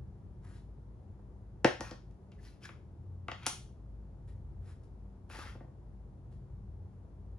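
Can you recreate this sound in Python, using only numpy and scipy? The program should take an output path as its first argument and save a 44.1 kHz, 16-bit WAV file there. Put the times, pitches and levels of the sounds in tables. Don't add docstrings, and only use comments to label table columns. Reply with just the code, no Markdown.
import sys
import numpy as np
from scipy import signal
from scipy.fft import rfft, irfft, next_fast_len
from scipy.io import wavfile
from scipy.ndimage import uniform_filter1d

SR = 44100
rng = np.random.default_rng(int(sys.argv[2]) if len(sys.argv) > 2 else 0)


def put_to_file(sound):
    columns = np.atleast_2d(sound).T
    safe = np.clip(columns, -1, 1)
    whole_steps = np.round(safe * 32767)
    wavfile.write(sys.argv[1], SR, whole_steps.astype(np.int16))


N = 325458


def amp(db):
    return 10 ** (np.asarray(db) / 20)


def evened(x):
    return x / np.sqrt(np.mean(x ** 2) + 1e-20)


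def read(points, hz):
    f, value = np.transpose(points)
    return np.interp(np.log(hz + 1), np.log(f + 1), value)


def add(mix, s, sound):
    part = mix[..., round(s * SR):][..., :sound.shape[-1]]
    part += sound[..., :part.shape[-1]]


def coloured(x, points):
    size = next_fast_len(2 * x.shape[-1])
    gain = amp(read(points, np.fft.rfftfreq(size, 1 / SR)))
    return irfft(rfft(x, size) * gain, size)[..., :x.shape[-1]]


def resonate(x, hz, width):
    turn = np.exp(2j * np.pi * np.cumsum(hz * np.ones(len(x))) / SR)
    r = np.exp(-np.pi * width / SR)
    smooth = signal.lfilter([1 - r], [1, -r], x / turn)
    return 2 * (turn * smooth).real


# (frequency [Hz], relative level [dB])
AIR_COLOUR = [(18, -45.5), (30, -14.5), (49, -8.5), (98, -6.5), (157, -28.5), (196, -21.5), (298, -28),
              (355, -30.5), (930, -38.5), (1080, -42.5), (1190, -45), (2560, -60.5), (11000, -70.5),
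              (14300, -100), (22000, -120)]
# (frequency [Hz], likeness [0 to 1])
AIR_LIKENESS = [(60, 1), (180, 0.7), (550, 0.66), (1650, 0.2), (4970, 0.2), (15000, 0.21)]


def room_noise(hz):
    a, b, c, d, patches = rng.standard_normal((N // 512 + 5, 1025, 5)).T
    patches = evened(uniform_filter1d(uniform_filter1d(patches, 10, 0), 8, 1))
    same = read(AIR_LIKENESS, hz)[:, None]
    left = a + 1j * b
    right = same * left + np.sqrt(1 - same ** 2) * (c + 1j * d)
    level_db = read(AIR_COLOUR, hz)[:, None] + 0.42 * patches
    spectra = np.array([left, right]) * amp(level_db)
    noise = signal.istft(spectra, nperseg=2048, noverlap=1536)[1][:, :N]
    return amp(-49.5) * evened(noise)


# (frequency [Hz], width of each of two resonances [Hz], rms level [dB])
HUM_BANDS = [(52.283, 3.8, -50.5), (90.1, 3.3, -56), (121.9, 49, -55), (193.56, 9, -63.5),
             (359.5, 140, -68)]


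def hum():
    out = np.zeros(N)
    for hz, width, db in HUM_BANDS:
        once = resonate(rng.standard_normal(N), hz, width)
        out += amp(db) * evened(resonate(once, hz, width))
    return out


# (time [s], level under about 70 Hz [dB], level of about 70-150 Hz [dB])
BASS_SWELLS = [(0.0, -47, -49), (0.18, -55, -54), (1.4, -59.5, -56), (1.72, -60, -53), (2.18, -55.5, -57.5),
               (2.77, -60.5, -55.5), (3.161, -58.5, -52.5), (3.82, -57.5, -56), (4.361, -57, -53),
               (4.52, -49, -51), (4.91, -55.5, -57.5), (5.22, -55.5, -59), (5.49, -56, -51.5),
               (5.79, -58.5, -57.5), (6.191, -56, -52), (6.74, -57, -52.5), (6.97, -58.5, -54.5),
               (7.38, -55.5, -58)]


def air():
    hz = np.fft.rfftfreq(2048, 1 / SR)
    steady = room_noise(hz) + hum()
    _, t, spectra = signal.stft(steady, SR, nperseg=2048, noverlap=1536)
    s, *levels = np.transpose(BASS_SWELLS)
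    low, mid = (np.interp(t, s, db - db.mean()) for db in levels)
    swell_db = np.where(hz[:, None] < 72, low, np.where(hz[:, None] < 155, mid, 0))
    return signal.istft(spectra * amp(swell_db), nperseg=2048, noverlap=1536)[1][:, :N]


FOOT_DB = -21


def rub(start, swell_s, hold_s, fade_s, db, colour, grit_db, per_s):
    s = np.cumsum([0, swell_s, hold_s, fade_s])
    t = np.arange(0, s[-1], 1 / SR)
    caught = rng.random(len(t)) < per_s / SR
    size = amp(grit_db * np.minimum(rng.exponential(1, len(t)), 4)) * caught
    grit = evened(coloured(size * rng.standard_normal(len(t)), colour))
    stroke = amp(db + np.interp(t, s, [FOOT_DB, 0, 0, FOOT_DB]))
    return grit * stroke * signal.windows.tukey(len(t), .15)


# (time [s], swell [s], hold [s], fade [s],
# level of the plain hiss [dB], favoured band from [Hz], to [Hz])
BRUSHES = [(0.41, 0.034, 0.13, 0.06, -74, 1450, 4170), (4.269, 0.0093, 0.015, 0.051, -75.5, 2497, 2630),
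           (4.595, 0.085, 0.037, 0.038, -72.5, 2004, 2530), (4.829, 0.0053, 0.011, 0.026, -80, 5000, 5270),
           (6.295, 0.023, 0.0166, 0.053, -82, 3050, 3100)]
# (frequency [Hz], relative level [dB])
CLOTH_COLOUR = [(800, -2.5), (1600, -1), (2600, -14), (4000, -10.5), (6000, -13), (10000, -12.5),
                (16000, -26)]


def cloth():
    out = np.zeros(N)
    for *stroke, from_hz, to_hz in BRUSHES:
        hiss = rub(*stroke, CLOTH_COLOUR, grit_db=4.0, per_s=14000)
        drift_hz = np.geomspace(from_hz, to_hz, len(hiss))
        add(out, stroke[0], hiss + amp(5.5) * resonate(hiss, drift_hz, width=1420))
    return out


BUILD_TURNS = 0.73


def ring(modes, spread_db):
    hz, db, t60 = np.transpose(modes)[:, :, None]
    t = np.arange(6000) / SR
    spot_db = spread_db * rng.standard_normal((len(modes), 1))
    sense = (-1) ** np.arange(len(modes))[:, None]
    build = 1 - np.exp(-(t * hz / BUILD_TURNS) ** 2)
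    fading = amp(db + spot_db - 60 * t / t60)
    return (sense * build * fading * np.sin(2 * np.pi * hz * t)).sum(0)


SPOT_S = .025
# (time [s], swell [s], hold [s], fade [s],
# scrape level [dB], groan level [dB], groan from [Hz], to [Hz])
DRAGS = [(1.817, 0.021, 0.049, 0.047, -61.5, -55.5, 1000, 885),
         (1.908, 0.011, .01, 0.062, -85.5, -65, 896, 1100),
         (2.326, 0.0068, 0.0082, 0.042, -85, -77, 1310, 1250),
         (2.375, 0.067, 0.02, 0.12, -64.5, -81, 1682, 1477),
         (2.603, 0.042, 0.0094, 0.016, -57.5, -56, 3450, 1600),
         (3.331, 0.1, 0.02, 0.022, -70, -58.5, 1943, 2606),
         (5.284, 0.0268, 0.12, 0.051, -57, -54.5, 2170, 990),
         (5.43, 0.0262, 0.041, 0.071, -64, -58, 1500, 1290)]
# (frequency [Hz], relative level [dB])
SCRAPE_HISS = [(500, -18), (1500, -2), (2500, -4), (3500, -7), (5000, -5.5), (7500, -14), (9500, -18),
               (10700, -12), (12500, -14), (14600, 1), (16000, -20)]


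def slides():
    out = np.zeros(N)
    modes = [(hz, 0, .008) for hz, _, _ in BOARD_MODES + PIECE_MODES]
    rough_colour = [(300, -5), (700, 1), (2000, -5), (5000, -9.5), (7000, -16)]  # (Hz, dB)
    for *stroke, scrape_db, groan_db, from_hz, to_hz in DRAGS:
        scrape = rub(*stroke, scrape_db, SCRAPE_HISS, grit_db=2.0, per_s=8000)
        rough = rub(*stroke, groan_db, rough_colour, grit_db=2.2, per_s=3000)
        spot = np.arange(len(rough)) // round(SPOT_S * SR)
        wood = np.zeros(len(rough))
        for k in range(spot[-1] + 1):
            wood += signal.fftconvolve(rough * (spot == k), ring(modes, spread_db=3.5))[:len(rough)]
        groan = resonate(wood, np.linspace(from_hz, to_hz, len(rough)), width=1800)
        add(out, stroke[0], scrape + groan * np.std(rough) / np.std(groan))
    return out


# (time [s], length [s], mode frequency [Hz], level before swell and mix [dB])
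CHATTERS = [(2.312, .025, 2800, -68), (2.375, .035, 1800, -68), (2.44, .04, 5400, -70),
            (2.46, .025, 1900, -66), (2.47, .025, 4300, -68), (2.605, 0.035, 3000, -72),
            (2.622, .016, 2400, -62), (2.629, 0.019, 3100, -57), (2.628, 0.019, 5150, -61),
            (2.636, .016, 2100, -61.5), (2.643, 0.022, 1700, -51.5), (2.646, 0.016, 5160, -56),
            (2.649, 0.0112, 3300, -59), (2.651, .012, 6830, -60), (2.66, 0.013, 4000, -63),
            (3.449, 0.017, 2610, -55.5), (5.425, .07, 4800, -65.5), (5.318, .085, 1850, -58),
            (5.33, .09, 2540, -65), (5.335, 0.044, 900, -56), (5.371, .085, 1150, -51),
            (5.444, .07, 1850, -57), (5.461, 0.067, 1250, -59.5), (5.5, 0.053, 2100, -67)]


def chatter():
    out = np.zeros(N)
    for s, length, hz, db in CHATTERS:
        count = round(length * SR) + 8
        size = amp(3.0 * np.minimum(rng.exponential(1, 4000), 2.5))
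        tapped = rng.random(4000) < 1500 / SR
        taps = size * rng.choice([-1, 1], 4000) * tapped
        narrow = resonate(taps, hz, 60 + .1 * hz)
        tone = resonate(narrow, hz, 300 + .15 * hz)[:count]
        add(out, s, amp(db) * evened(tone) * np.hanning(count))
    return out


BLOW_SPREAD_DB = 1.5
BEND_S = .07
# (frequency [Hz], relative level [dB], time to fall by 60 dB [s])
PIECE_MODES = [(780, 25, .007), (1250, 28, 0.007), (1619, 26.5, 0.008), (2157.9, 28, 0.0059),
               (2667, 25.5, 0.0034), (3300, 26.5, 0.007), (3778, 23.5, 0.0072), (4413, 25, 0.0068),
               (5035, 25.5, 0.0047), (5830, 26.5, 0.005), (6730, 26, 0.0025), (9180, 27.5, 0.0016),
               (12500, 26.5, 0.0015), (15000, 24, 0.0018)]


def crack(levels_db, smear_s):
    hz = np.fft.rfftfreq(4096, 1 / SR)
    f, db, t60 = np.transpose(PIECE_MODES)[:, :, None]
    strength = amp(db + BLOW_SPREAD_DB * rng.standard_normal((len(f), 1)))
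    sense = (-1) ** np.arange(len(f))[:, None]
    body = (strength * sense / (1 + 2j * np.pi * (hz - f) * t60 / np.log(1000))).sum(0)
    scatter = evened(uniform_filter1d(rng.standard_normal(len(hz)), size=30)) ** 2
    late = BEND_S / np.sqrt(hz + 300) + smear_s * scatter
    delay = np.exp(-2j * np.pi * np.cumsum(late) * hz[1])
    click_db = read(list(zip((800, 1600, 3200, 5500, 10000), levels_db)), hz)
    bass_cut = np.minimum(hz / 600, 1) ** 3
    snap = irfft(body * amp(click_db) * bass_cut * delay)
    return snap * signal.windows.tukey(4096, .02) * (np.arange(4096) < 2048)


def peaked(x):
    return x / np.sqrt(np.mean(x[:350] ** 2))


# (time [s], board level [dB], relative piece click level near 0.8, 1.6, 3.2, 5.5 and 10 kHz
# [dB, five columns], contact time [ms])
BLOWS = [(1.19, -59.5, -79, -90, -90, -100, -99, 2.5), (1.6447, -17.5, -9, -9, -19.5, -25.5, -43.5, 1),
         (1.796, -48, -60, -71, -72, -75, -85, 2.5), (1.806, -38, -38, -45, -38.5, -36, -50, 0.27),
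         (1.910, -45, -39, -61.5, -41.5, -45.5, -69, 0.92),
         (1.922, -51.5, -54.5, -59.5, -65, -65, -80, 0.8), (2.11, -82.5, -72.5, -67, -70.5, -75, -77, 0.68),
         (2.317, -67, -55, -60, -62, -62, -80, 1.3), (2.655, -73, -49, -46, -65, -65, -61, 0.83),
         (2.689, -57.5, -37, -37.5, -46.5, -73, -88, 1.9),
         (3.2818, -60, -37.5, -31.5, -35.5, -54, -67, 0.458),
         (3.283, -44, -24.5, -24, -45.5, -58.5, -66.5, 0.49),
         (3.3144, -49, -29, -33.5, -34, -47, -69, 0.93), (3.316, -58, -32, -33.5, -44, -49.5, -74.5, 0.7),
         (3.433, -66, -67, -60, -49, -59.5, -85, 0.5), (3.451, -69.5, -56, -50.5, -51, -58.5, -84, 0.5),
         (3.458, -60, -38, -30, -38, -50, -75.5, 0.36), (3.464, -40, -20, -26.5, -25.5, -23.5, -27.5, 0.24),
         (3.4667, -48.5, -26.5, -31.5, -32.5, -33, -34, .4),
         (3.471, -51, -37.5, -35, -38.5, -38, -46.5, 0.43), (5.298, -54, -54, -41, -49.5, -84, -58, 0.49),
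         (5.348, -55.5, -38, -42, -55, -75, -59, 0.578), (5.382, -50, -60, -59, -70, -75, -80, 1.008),
         (5.454, -53.5, -60, -48, -60, -70, -80, .6), (5.551, -52, -46, -65, -80, -90, -95, 1.56),
         (5.605, -51, -45, -50, -84, -97, -99, 1.039), (5.612, -73, -74, -74, -90, -95, -97.5, 1.1),
         (5.643, -58, -72, -82, -90, -97, -96, 2.3), (5.679, -59, -62, -80, -90, -100, -98.5, 2.3)]
# (frequency [Hz], relative level [dB], time to fall by 60 dB [s])
BOARD_MODES = [(130.5, -17, 0.13), (197, -14, 0.032), (256, -4, 0.055), (312, 1, 0.027), (351, 2, 0.032),
               (395.6, -7.5, 0.03), (443, -11.5, .03), (494.4, -7.5, 0.06), (560, -12.5, 0.09),
               (634, -9.5, 0.034), (712.5, -7.5, 0.039), (766.3, -3.5, 0.032), (909, -7, 0.03),
               (1090, -6, 0.026), (1201, -3, 0.014), (1355, -12, 0.036), (1500, -10.5, 0.04),
               (1843, -12, 0.064), (2060, -15.5, 0.033), (2400, -15.5, 0.032)]


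def knocks():
    out, t = np.zeros(N), np.arange(4096) / SR
    rise = 1 - np.exp(-(t / 0.00025) ** 2)
    for s, board_db, *click_db, contact_ms in BLOWS:
        push_s = contact_ms / 6000 + 1e-5
        push = t[:400] * np.exp(-t[:400] / push_s)
        rung = signal.fftconvolve(ring(BOARD_MODES, BLOW_SPREAD_DB), push)[:4096]
        board = amp(board_db) * peaked(rung * rise)
        add(out, s, board + crack(click_db, smear_s=0.0004))
    return out


# (frequency [Hz], time to fall by 60 dB [s])
ECHO_TIMES = [(200, 0.061), (530, .25), (1400, .3), (3700, 0.3668), (9700, 0.32)]
# (frequency [Hz], likeness [0 to 1])
ECHO_LIKENESS = [(200, 1), (600, 0.26), (1500, 0.38), (5000, 0.6), (9000, 0.6)]


def room(x):
    taps = np.zeros((2, SR // 2))
    at = np.arange(0, SR // 2 - 20, 10)
    at = at + rng.integers(0, 10, (2, len(at)))
    np.put_along_axis(taps, at, rng.choice([-1., 1.], at.shape), 1)
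    hz, t, z = signal.stft(taps, SR, nperseg=256)
    same = read(ECHO_LIKENESS, hz)[:, None]
    z = np.array([z[0], same * z[0] + np.sqrt(1 - same ** 2) * z[1]])
    dying = amp(-60 * t / read(ECHO_TIMES, hz)[:, None])
    tail = signal.istft(z * dying, SR, nperseg=256)[1]
    tail *= np.clip((np.arange(tail.shape[1]) / SR - .002) / 0.0015, 0, 1)
    return signal.fftconvolve(x[None], tail / np.linalg.norm(tail[0]), axes=1)[:, :N]


def scene():
    loose = chatter()
    moving = cloth() + slides() + amp(-5.0) * loose
    hits = knocks()
    turn = np.pi * 9.0 * np.arange(N) / SR
    echo = room(hits + moving * np.cos(turn)) + room(moving * np.sin(turn))
    return hits + moving + amp(-7.0) * loose + amp(-1.0) * echo + air()


# (frequency [Hz], lead [radians])
LEFT_LEAD = [(100, 0), (3000, 0.91), (7000, 1.3), (8400, -2), (11500, -0.5), (16000, -1)]
# (frequency [Hz], level [dB])
LEFT_LOUDER = [(100, 1.5), (4000, 3), (9000, 0.87)]


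def left_right_offset(x):
    hz = np.fft.rfftfreq(x.shape[1], 1 / SR)
    turn = np.exp(-1j * read(LEFT_LEAD, hz)) * amp(-read(LEFT_LOUDER, hz))
    return np.array([x[0], irfft(rfft(x[1]) * turn, x.shape[1])])


# (frequency [Hz], level [dB])
MIC_COLOUR = [(25, -16), (35, -16), (42, -2), (7000, 1.5), (8000, -2.5), (8400, -4.5), (8800, 1.5),
              (11000, 3.5), (11800, -23), (14500, -21), (16000, -24)]


def record(dry):
    after = next_fast_len(N + 8192) - N - 4096
    long = np.pad(dry, ((0, 0), (4096, after)), "reflect")
    heard = coloured(left_right_offset(long), MIC_COLOUR)
    low_pass = signal.firwin(511, 16480, window=("kaiser", 9), fs=SR)
    return signal.oaconvolve(heard, low_pass[None], "same")[:, 4096:][:, :N]


dry = scene()
out = record(dry)
put_to_file(out)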